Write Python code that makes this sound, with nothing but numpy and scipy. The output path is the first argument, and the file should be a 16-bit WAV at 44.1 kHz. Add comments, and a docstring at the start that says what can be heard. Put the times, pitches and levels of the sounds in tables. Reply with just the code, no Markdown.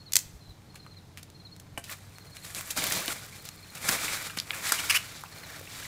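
"""Dragging cut branches

Leafy branches are pushed and dragged over a pavement beside a quiet suburban street.
A dry stick breaks, leaves rustle in surges, twigs snap, knock and judder, stems grind on the
concrete and shoes thud. A distant bird twitters above a low street hum, puffs of air rumble,
and the ground and the house fronts return faint echoes."""
import sys
import numpy as np
from scipy import signal
from scipy.fft import rfft, irfft
from scipy.io import wavfile

SR = 44100
rng = np.random.default_rng(int(sys.argv[2]) if len(sys.argv) > 2 else 0)


def bounce(signal):
    """Save signal as a 16-bit WAV file at the path given by the first command-line argument."""
    frames = np.transpose(np.atleast_2d(signal))
    limited = np.clip(frames, -1, 1)
    pcm = np.round(limited * 32767).astype(np.int16)
    wavfile.write(sys.argv[1], SR, pcm)


N = 258867
TIME = np.arange(N) / SR


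# Pulls on the branches. Each row: time of full force, build-up, hold and let-go in seconds, base
# leaf level in dB, then twig, ground and sheen levels in dB relative to it.
# Build-up and let-go are the times for a change of 20 dB. Sheen is the bright hiss of leaf edges.
BRANCH_PULLS = [(1.856, 0.022, .03, .1, -52, -9, -15, -3),
                (1.911, 0.034, 0.014, 0.036, -43, 3, -10.5, -1.5),
                (2.19, 0.11, 0.12, .2, -63.5, 3, 1.5, -12), (2.445, 0.24, 0.062, .1, -52.5, 2, -8, 2),
                (2.562, 0.1, 0.15, .2, -48, 2.5, -7.5, 3), (2.769, 0.021, .22, .19, -34.5, -1, -6, -3.5),
                (3.104, 0.052, 0.021, 0.028, -43, 6, -20, 4.5), (3.455, .03, .02, 0.028, -48, -8, -10, -7),
                (3.896, 0.12, 0.031, 0.081, -34.5, 2.5, -3, 0.5),
                (4.044, 0.38, 0.16, .19, -39.5, 3, -11.5, -3),
                (4.546, 0.18, 0.052, .1, -47.5, 8.5, -1.5, 0),
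                (4.68, 0.11, 0.016, 0.05, -32.5, 2, -22, -1.5), (4.724, .04, 0.22, 0.15, -38, 2, -12, -4),
                (5.141, 0.21, 0.037, 0.12, -47.5, -4, -6.5, -9),
                (5.387, 0.3, 0.18, 0.6, -55.5, 4.5, 2.5, -19), (5.85, 0.56, .03, .2, -43, 0, -14, -4.5)]
# The pile never lies quite still. Base levels at rest in dB: leaves, twigs, ground, sheen.
RESTING_DB = [-77.5, -68, -70, -91]

def pull_levels(settle_s=0.14, tremble_db=-10):
    """Each pull swells and leaves a trembling behind. Gives dB curves: leaves, twigs, ground, sheen."""
    power = 0
    for peak, rise, hold, fall, db, twig_db, ground_db, sheen_db in BRANCH_PULLS:
        before = np.maximum(peak - TIME, 0)
        after = np.maximum(TIME - peak - hold, 0)
        swell_db = np.maximum(-20 * (before / rise + after / fall), -100)
        balance = undb([[0], [twig_db], [ground_db], [sheen_db]])
        power = power + (undb(db + swell_db) * balance) ** 2
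    leak = 1 / (settle_s * SR)
    trembling = undb(tremble_db) ** 2 * signal.lfilter([leak], [1, leak - 1], power)
    resting = undb(RESTING_DB)[:, None] ** 2
    spurts_db = 0.52 * wander(22)
    return 10 * np.log10(power + trembling + resting) + spurts_db


def dragged_branches(leaf_db, twig_db, ground_db, sheen_db):
    """Leaves, twigs and stems rub as one bundle, catching and letting go together."""
    catch = undb(2 * wander(55))
    rate = 5000 * undb(0.59 * (leaf_db + 40))  # harder pulls bring more contacts a second
    return (rustling_leaves(rate, catch, leaf_db - 1.5, sheen_db)
            + scratching_twigs(rate, catch, twig_db - 2.7)
            + grinding_stems(catch, ground_db - 1))


# The tone of leaves, and of their edges. Each row: frequency in Hz, gain in dB.
LEAF_TONE = [(1000, -16.5), (2500, -2), (3700, 5), (7500, -2.5), (9500, -17.5), (15000, -25)]
SHEEN_TONE = [(5000, -7), (7500, 5), (9500, 2.5), (12000, -0.5), (15500, -9)]

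def rustling_leaves(rate, catch, leaf_db, sheen_db):
    """Leaves flick each other, their dry tips crackle in clusters and their edges add a bright hiss."""
    flicks, edges = (contacts(rate, 1.35) / np.sqrt(rate) * catch for _ in range(2))
    cluster_fade = np.exp(-TIME[:2048] / 0.0015)
    clusters = signal.fftconvolve(np.abs(contacts(60, 3.4)), cluster_fade)[:N]
    tip_tone = [(1000, -12), (3500, -7), (7000, -6), (15000, -0.5)]
    crackle = colour(clusters * rng.standard_normal(N), tip_tone)
    rustle = unit(colour(flicks, LEAF_TONE)) + undb(-4.5) * unit(crackle)
    sheen = unit(colour(edges, SHEEN_TONE))
    return undb(leaf_db) * rustle + undb(sheen_db) * sheen


# The tone of scratching twigs. Each row: frequency in Hz, gain in dB.
TWIG_TONE = [(400, -7), (800, -2), (1300, 5), (1900, 4), (2400, 7), (3100, -23.5), (5000, -9)]

def scratching_twigs(rate, catch, db):
    """Twigs scratch; now and then a single one ticks and rings at its own pitch."""
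    ticks = sum(resonate(contacts(6.4, 4.1), hz, hz / 20) for hz in np.geomspace(1100, 2900, num=24))
    scratches = contacts(rate / 2, 1.4) / np.sqrt(rate) * catch
    return undb(db) * (unit(colour(scratches, TWIG_TONE)) + undb(-5.5) * unit(ticks))


# The tone of stems on concrete. Each row: frequency in Hz, gain in dB.
GROUND_TONE = [(60, -17.5), (130, 3), (220, 0.5), (400, -3), (700, 1), (1000, -7), (2000, -20)]

def grinding_stems(catch, db):
    """Stems scrape over the concrete in a stream of tiny, dull bumps."""
    bumps = contacts(2200, 2.3) * catch
    return undb(db) * unit(colour(bumps, GROUND_TONE))


# Thicker twigs breaking. Each row: start in seconds, time the fibres take to part in seconds,
# crack level in dB, ring level in dB, pitch of the wood in Hz.
TWIG_SNAPS = [(0.7445, 0.005, -59, -56, 895), (0.7557, 0.014, -47.5, -50, 2380),
              (0.864, 0.004, -59, -49.5, 1380), (1.1738, 0.021, -44.5, -44.5, 2390),
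              (1.229, 0.0074, -46.5, -68, 1730), (1.3008, 0.0077, -55, -64, 1860),
              (1.5634, 0.0041, -54, -63.5, 1870), (1.598, 0.007, -48.5, -75, 2060),
              (1.8397, 0.018, -44.5, -48, 3330), (1.894, 0.0034, -49, -41.5, 2070),
              (2.184, 0.00089, -50.5, -50.5, 2070), (2.3665, 0.005, -47, -46.5, 2580),
              (2.446, 0.025, -40, -58, 1380), (2.548, 0.014, -35.5, -71, 2590),
              (2.6097, 0.00076, -40.5, -43, 1680), (2.7054, 0.008, -29, -62, 3010),
              (2.7731, 0.013, -30.5, -33.5, 1430), (2.921, 0.01, -27.5, -59, 2470),
              (3.0802, 0.0018, -36.5, -33.5, 3360), (3.4884, 0.0025, -39.5, -48.5, 2210),
              (3.75, 0.011, -40.5, -46.5, 1860), (3.887, 0.0069, -21.5, -27, 1800),
              (4.08, 0.019, -54, -33, 2390), (4.371, 0.022, -35, -35.5, 2250),
              (4.386, 0.0034, -42, -33, 4490), (4.3998, 0.0023, -37.5, -33.5, 4580),
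              (4.507, 0.00087, -46, -28.5, 2200), (4.7205, 0.0086, -19, -24, 1390),
              (5.236, 0.01, -47.5, -39, 1090), (5.434, 0.0087, -56, -46, 1900)]

def snapping_twigs():
    """The thicker twigs break one by one."""
    out = np.zeros(N)
    for start, length, crack_db, wood_db, hz in TWIG_SNAPS:
        add(out, start, snap(length, crack_db, wood_db, hz))
    return out


def snap(length, crack_db, wood_db, hz):
    """Parting fibres make a bright crack and set the twig ringing briefly."""
    fibres = fracture(length)
    crack = colour(fibres, [(300, -13), (1500, -5), (4000, 5), (7000, 5), (10000, 3), (15000, -2.5)])
    # a twig that hardly cracks stays whole and rings more purely
    width_hz = hz * np.clip(0.6 * undb(0.4 * (crack_db - wood_db)), 0.3, 1.2)
    wood = resonate(resonate(fibres, hz, width_hz), hz, 4 * width_hz)
    return at_level(crack, crack_db) + at_level(wood, wood_db)


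def splintering_twigs(leaf_db, count=32, middle_hz=1840):
    """Small twigs give way at random, louder while the branches are being pulled."""
    out = np.zeros(N)
    for k, (when, size, pitch) in enumerate(rng.random((count, 3))):
        sample = int((k + when) / count * (N - 1))
        db = leaf_db[sample] - 3 + 8 * (size - 0.5)
        hz = middle_hz * 2 ** (pitch - 0.5)
        add(out, sample / SR, snap(length=0.0049, crack_db=db, wood_db=db - 3.5, hz=hz))
    return out


# A dry stick gives way in stages. Each row: start in seconds, base level in dB.
STICK_STAGES = [(0.1212, -35), (0.134, -23), (0.1555, -16), (0.1657, -15.5), (0.189, -34)]
# The tone of its cracks. Each row: frequency in Hz, gain in dB.
STICK_TONE = [(150, -41), (700, -20.5), (1300, -17), (2100, -6), (3000, -8.5), (4300, -3), (5500, -2),
              (7000, 2), (9500, -6), (13500, -6.5), (15500, -11)]

def breaking_stick(size=4096):
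    """Every stage of the break is a crack that the pavement returns a moment later, with a crackle of
    splinters."""
    out, t = np.zeros(N), TIME[:size]
    for start, db in STICK_STAGES:
        bursts = (rng.standard_normal(size) * np.exp(-t / fade_s) for fade_s in (0.0009, 0.0005))
        first, second = (colour(flatten(burst) * (t < 0.003), STICK_TONE) for burst in bursts)
        splinters = colour(contacts(5000, 2.6, size) * np.exp(-t / 0.0031), STICK_TONE)
        add(out, start, at_level(first, db - 5))
        add(out, start + 0.002, at_level(second, db - 4.5) + at_level(splinters, db - 14))
    return out


# One stem judders past another. Each row: start in seconds, length in seconds, level in dB, pitch in Hz.
STEM_JUDDERS = [(4.896, 0.018, -20, 2700), (4.904, 0.036, -31.5, 2250), (4.942, 0.018, -24.5, 2430),
                (4.952, 0.025, -23.5, 2850), (5.484, 0.029, -47, 1850), (5.529, 0.029, -47.5, 1830),
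                (5.554, 0.017, -47, 1800)]
# The ways a stem rings. Each row: multiple of the pitch, width in Hz, gain in dB.
STEM_RINGS = [(.55, 447, -30), (.85, 403, -5.5), (1.02, 346, 9.5), (1.9, 1200, -2.5), (3.4, 7050, -2.5)]

def juddering_stems(size=4096):
    """Bark sticks and slips in a short run of clicks that rings the stem."""
    out, t = np.zeros(N), TIME[:size]
    for start, length, db, hz in STEM_JUDDERS:
        slips = contacts(3500, 1.3, size) * arch(np.minimum(t / length, 1))
        ring = sum(undb(gain_db) * resonate(slips, ratio * hz, width_hz)
                   for ratio, width_hz, gain_db in STEM_RINGS)
        ring = colour(ring, [(400, -30), (1200, -1.5), (15000, -11)])
        length_db = 10 * np.log10(length / 0.01)  # a longer judder carries more energy
        add(out, start, at_level(ring, db + length_db))
    return out


# Bumps on a thick branch. Each row: start in seconds, base level in dB.
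BRANCH_KNOCKS = [(1.7757, -38), (3.0802, -38)]
# The ways that branch rings. Each row: pitch in Hz, gain in dB, seconds to fade by 60 dB if left free.
BRANCH_RINGS = [(686, 0, 0.091), (1070, -5, 0.034), (1570, 1, 0.082), (1766, -1, 0.088),
                (2340, -2.5, 0.042), (2960, 1.5, 0.074)]

def knocked_branch(size=8192):
    """A bump sets a thick branch ringing; its bark gives a bright tick."""
    out, t = np.zeros(N), TIME[:size]
    ring = sum(undb(db - 60 * t / fade_s) * np.sin(2 * np.pi * hz * t + rng.uniform(0, 2 * np.pi))
               for hz, db, fade_s in BRANCH_RINGS)
    damping = undb(-np.minimum(t * 2200, 12))  # the branches around it soon damp the first swing
    bark_tone = [(400, 15), (700, 11), (2500, 8), (4500, -1), (7000, 4.5), (9300, 11.5), (15000, -8)]
    for start, db in BRANCH_KNOCKS:
        bark = colour(fracture(0.02, size), bark_tone)
        add(out, start, at_level(ring * damping, db + 3) + at_level(bark, db + 2))
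    return out


# Shoes land on the pavement. Each row: start in seconds, level in dB, pitch in Hz.
FOOTSTEPS = [(3.08, -39.5, 338), (4.372, -39.5, 196), (5.611, -45, 457)]

def footsteps():
    """A sole lands with a short, dull thud."""
    out = np.zeros(N)
    for start, db, hz in FOOTSTEPS:
        thud = resonate(fracture(0.0023), hz, 0.56 * hz)
        add(out, start, at_level(resonate(thud, hz, hz), db))
    return out


# Runs of bird notes. Each row: time of the first note in seconds, number of notes, seconds between
# notes, top pitch in Hz, base level in dB.
BIRD_PHRASES = [(.002, 2, .074, 4360, -54.5), (.421, 3, .044, 4160, -59.5), (0.709, 3, .05, 4280, -59),
                (.833, 4, 0.047, 4205, -57), (1.36, 3, .048, 4260, -55.5), (1.532, 1, .05, 4360, -50.5),
                (2.169, 6, .053, 4300, -57), (3.337, 7, .061, 4310, -57.5), (5.333, 3, .053, 4310, -55)]

def bird(note_s=0.027, slide_hz=520, swell_db=5):
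    """Quick, thin notes hold their top pitch, then slide down; no two fall alike."""
    out = np.zeros(N)
    for first, count, spacing, top_hz, db in BIRD_PHRASES:
        # notes placed later in a run tend to be louder and to fall further
        for k, place in enumerate(np.linspace(-0.5, 0.5, round(count))):
            late, detune, stretch, loud = rng.uniform(-0.91, 1, 4)
            progress = np.linspace(0, 1, int(note_s * (1 + 0.2 * stretch) * SR))
            fall = (1 + 1.05 * place + 0.3 * stretch) * (progress - 0.2) ** 2
            hz = top_hz * (1 + 0.01 * detune) - slide_hz * fall
            quaver = 1 + 0.35 * np.sin(2 * np.pi * (1.7 * progress + rng.random()))
            note = sine(hz) * arch(progress) * quaver
            start = first + k * spacing + 0.006 * late - note_s / 2
            add(out, start, undb(db + swell_db * place + 2 * loud) * unit(note))
    return out


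# The tone of far traffic. Each row: frequency in Hz, gain in dB.
TRAFFIC_TONE = [(15, -16), (25, -28.5), (59, -11), (152, -5), (267, -19), (297, -13), (359, -22),
                (433, -18.5), (482, -22.5), (722, -23.5), (2770, -34), (4150, -30.5), (4620, -33),
                (6380, -36), (15500, -46.5)]

def street(traffic_db=-53, hum_db=-57.5, hum_hz=96.2):
    """Far traffic murmurs along with a low, wavering hum."""
    traffic = unit(colour(rng.standard_normal(N), TRAFFIC_TONE)) * undb(traffic_db + 0.13 * wander(3.2))
    waver = undb(2 * wander(12))
    hum = sine(hum_hz + 2.47 * wander(10)) * waver
    return traffic + undb(hum_db) * unit(hum)


# Puffs of air. Each row: start in seconds, length in seconds, level in dB.
AIR_PUFFS = [(0.238, 0.058, -53), (0.328, 0.067, -49.5), (0.458, 0.086, -51), (1.711, 0.058, -54)]

def breeze():
    """Light puffs of air rumble briefly on the microphone."""
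    out = np.zeros(N)
    rumble_tone = [(20, -17), (55, -7), (90, -9), (200, -42), (800, -52)]
    for start, length, db in AIR_PUFFS:
        swell = np.hanning(int(length * SR))
        rumble = colour(rng.standard_normal(SR), rumble_tone)[-len(swell):]
        add(out, start, undb(db) * unit(rumble * swell))
    return out


def outdoors(x, near_db, far_db):
    """Add quick echoes from the ground and branches, then a duller tail from the house fronts."""
    near = echoes(fade_s=0.25, delay_s=0.0032)
    far = colour(echoes(fade_s=0.98, delay_s=0.025), [(300, 3.5), (2500, 5.5), (6000, -1.5)])
    return x + signal.fftconvolve(x, undb(near_db) * near + undb(far_db) * far)[:N]


def echoes(fade_s, delay_s):
    """A fading spray of reflections with a total energy of 1."""
    t = TIME[:SR]
    fade = undb(-60 * t / fade_s) * (t > delay_s)
    tail = flatten(rng.standard_normal(SR) * fade) * np.sqrt(fade)
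    return tail / np.sqrt(np.sum(tail ** 2))


def contacts(rate, spread_db, size=N):
    """Tiny random impacts, about rate a second: most are small, a few are large."""
    happens = rng.random(size) < rate / SR
    strength = undb(spread_db * np.minimum(rng.exponential(size=size), 4))
    return happens * strength * rng.choice([-1, 1], size)


def fracture(length, size=4096):
    """A quick run of clicks, as when fibres part, fading over length seconds."""
    return contacts(12000, 8, size) * np.exp(-1.5 * TIME[:size] / length)


def wander(rate):
    """A random curve of typical size 1 that heads for a new value rate times a second."""
    targets = rng.standard_normal(4096)
    return unit(np.interp(TIME * rate, np.arange(len(targets)), targets))


def colour(x, points, size=4096):
    """Shape the tone of a sound along a curve of (Hz, dB) points."""
    hz, db = np.transpose(points)
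    grid_hz = np.arange(size // 2 + 1) * SR / size
    log_gain = np.log(undb(np.interp(np.log(grid_hz + 1), np.log(hz), db)))
    # build the filter so that it rings only after a click, never before it
    cepstrum = irfft(log_gain)[:size // 2]
    cepstrum[1:] *= 2
    click_response = irfft(np.exp(rfft(cepstrum, size)))
    return signal.fftconvolve(x, click_response)[:len(x)]


def resonate(x, hz, width_hz):
    """Make a sound ring at one pitch; a narrower width rings longer."""
    return signal.lfilter(*signal.iirpeak(hz, hz / width_hz, fs=SR), x)


def flatten(x):
    """Make all frequencies in a burst equally strong, keeping its timing."""
    spectrum = rfft(x)
    return irfft(spectrum / (np.abs(spectrum) + 1e-9), len(x))


def sine(hz):
    """A pure tone that follows a changing pitch."""
    return np.sin(2 * np.pi * np.cumsum(hz) / SR)


def arch(progress):
    """A rounded rise and fall as progress goes from 0 to 1."""
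    return np.sqrt(np.abs(np.sin(np.pi * progress)))


def undb(db):
    """Turn decibels into a gain."""
    return 10 ** (np.asarray(db) / 20)


def unit(x):
    """Scale a sound to an average (rms) level of 1."""
    return x / np.sqrt(np.mean(x ** 2))


def at_level(x, db):
    """Scale a short sound so that its energy, spread over 10 ms, has this level."""
    return x * undb(db) * np.sqrt(SR * 0.01 / np.sum(x ** 2))


def add(out, start_s, x):
    """Mix a short sound in at its start time."""
    start = int(max(start_s, 0) * SR)
    out[start:start + len(x)] += x[:max(N - start, 0)]


def scene():
    """The branches close by, the bird far off, the street and breeze behind them."""
    leaf_db, twig_db, ground_db, sheen_db = pull_levels()
    hits = snapping_twigs() + breaking_stick() + knocked_branch() + juddering_stems()
    hits += footsteps() + splintering_twigs(leaf_db)
    dragging = dragged_branches(leaf_db, twig_db, ground_db, sheen_db)
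    close = outdoors(dragging + hits, near_db=-13.5, far_db=-27)
    distant = outdoors(bird(), near_db=-8, far_db=-23)
    return (close + distant + street() + breeze())[None]


def record(dry):
    """Round off the loudest peaks and cut the highest treble."""
    top_hz = 15450
    rounded = dry / (1 + dry ** 4) ** 0.25
    return signal.sosfilt(signal.ellip(8, 0.2, 70, top_hz, fs=SR, output="sos"), rounded)


dry = scene()
out = record(dry)
bounce(out)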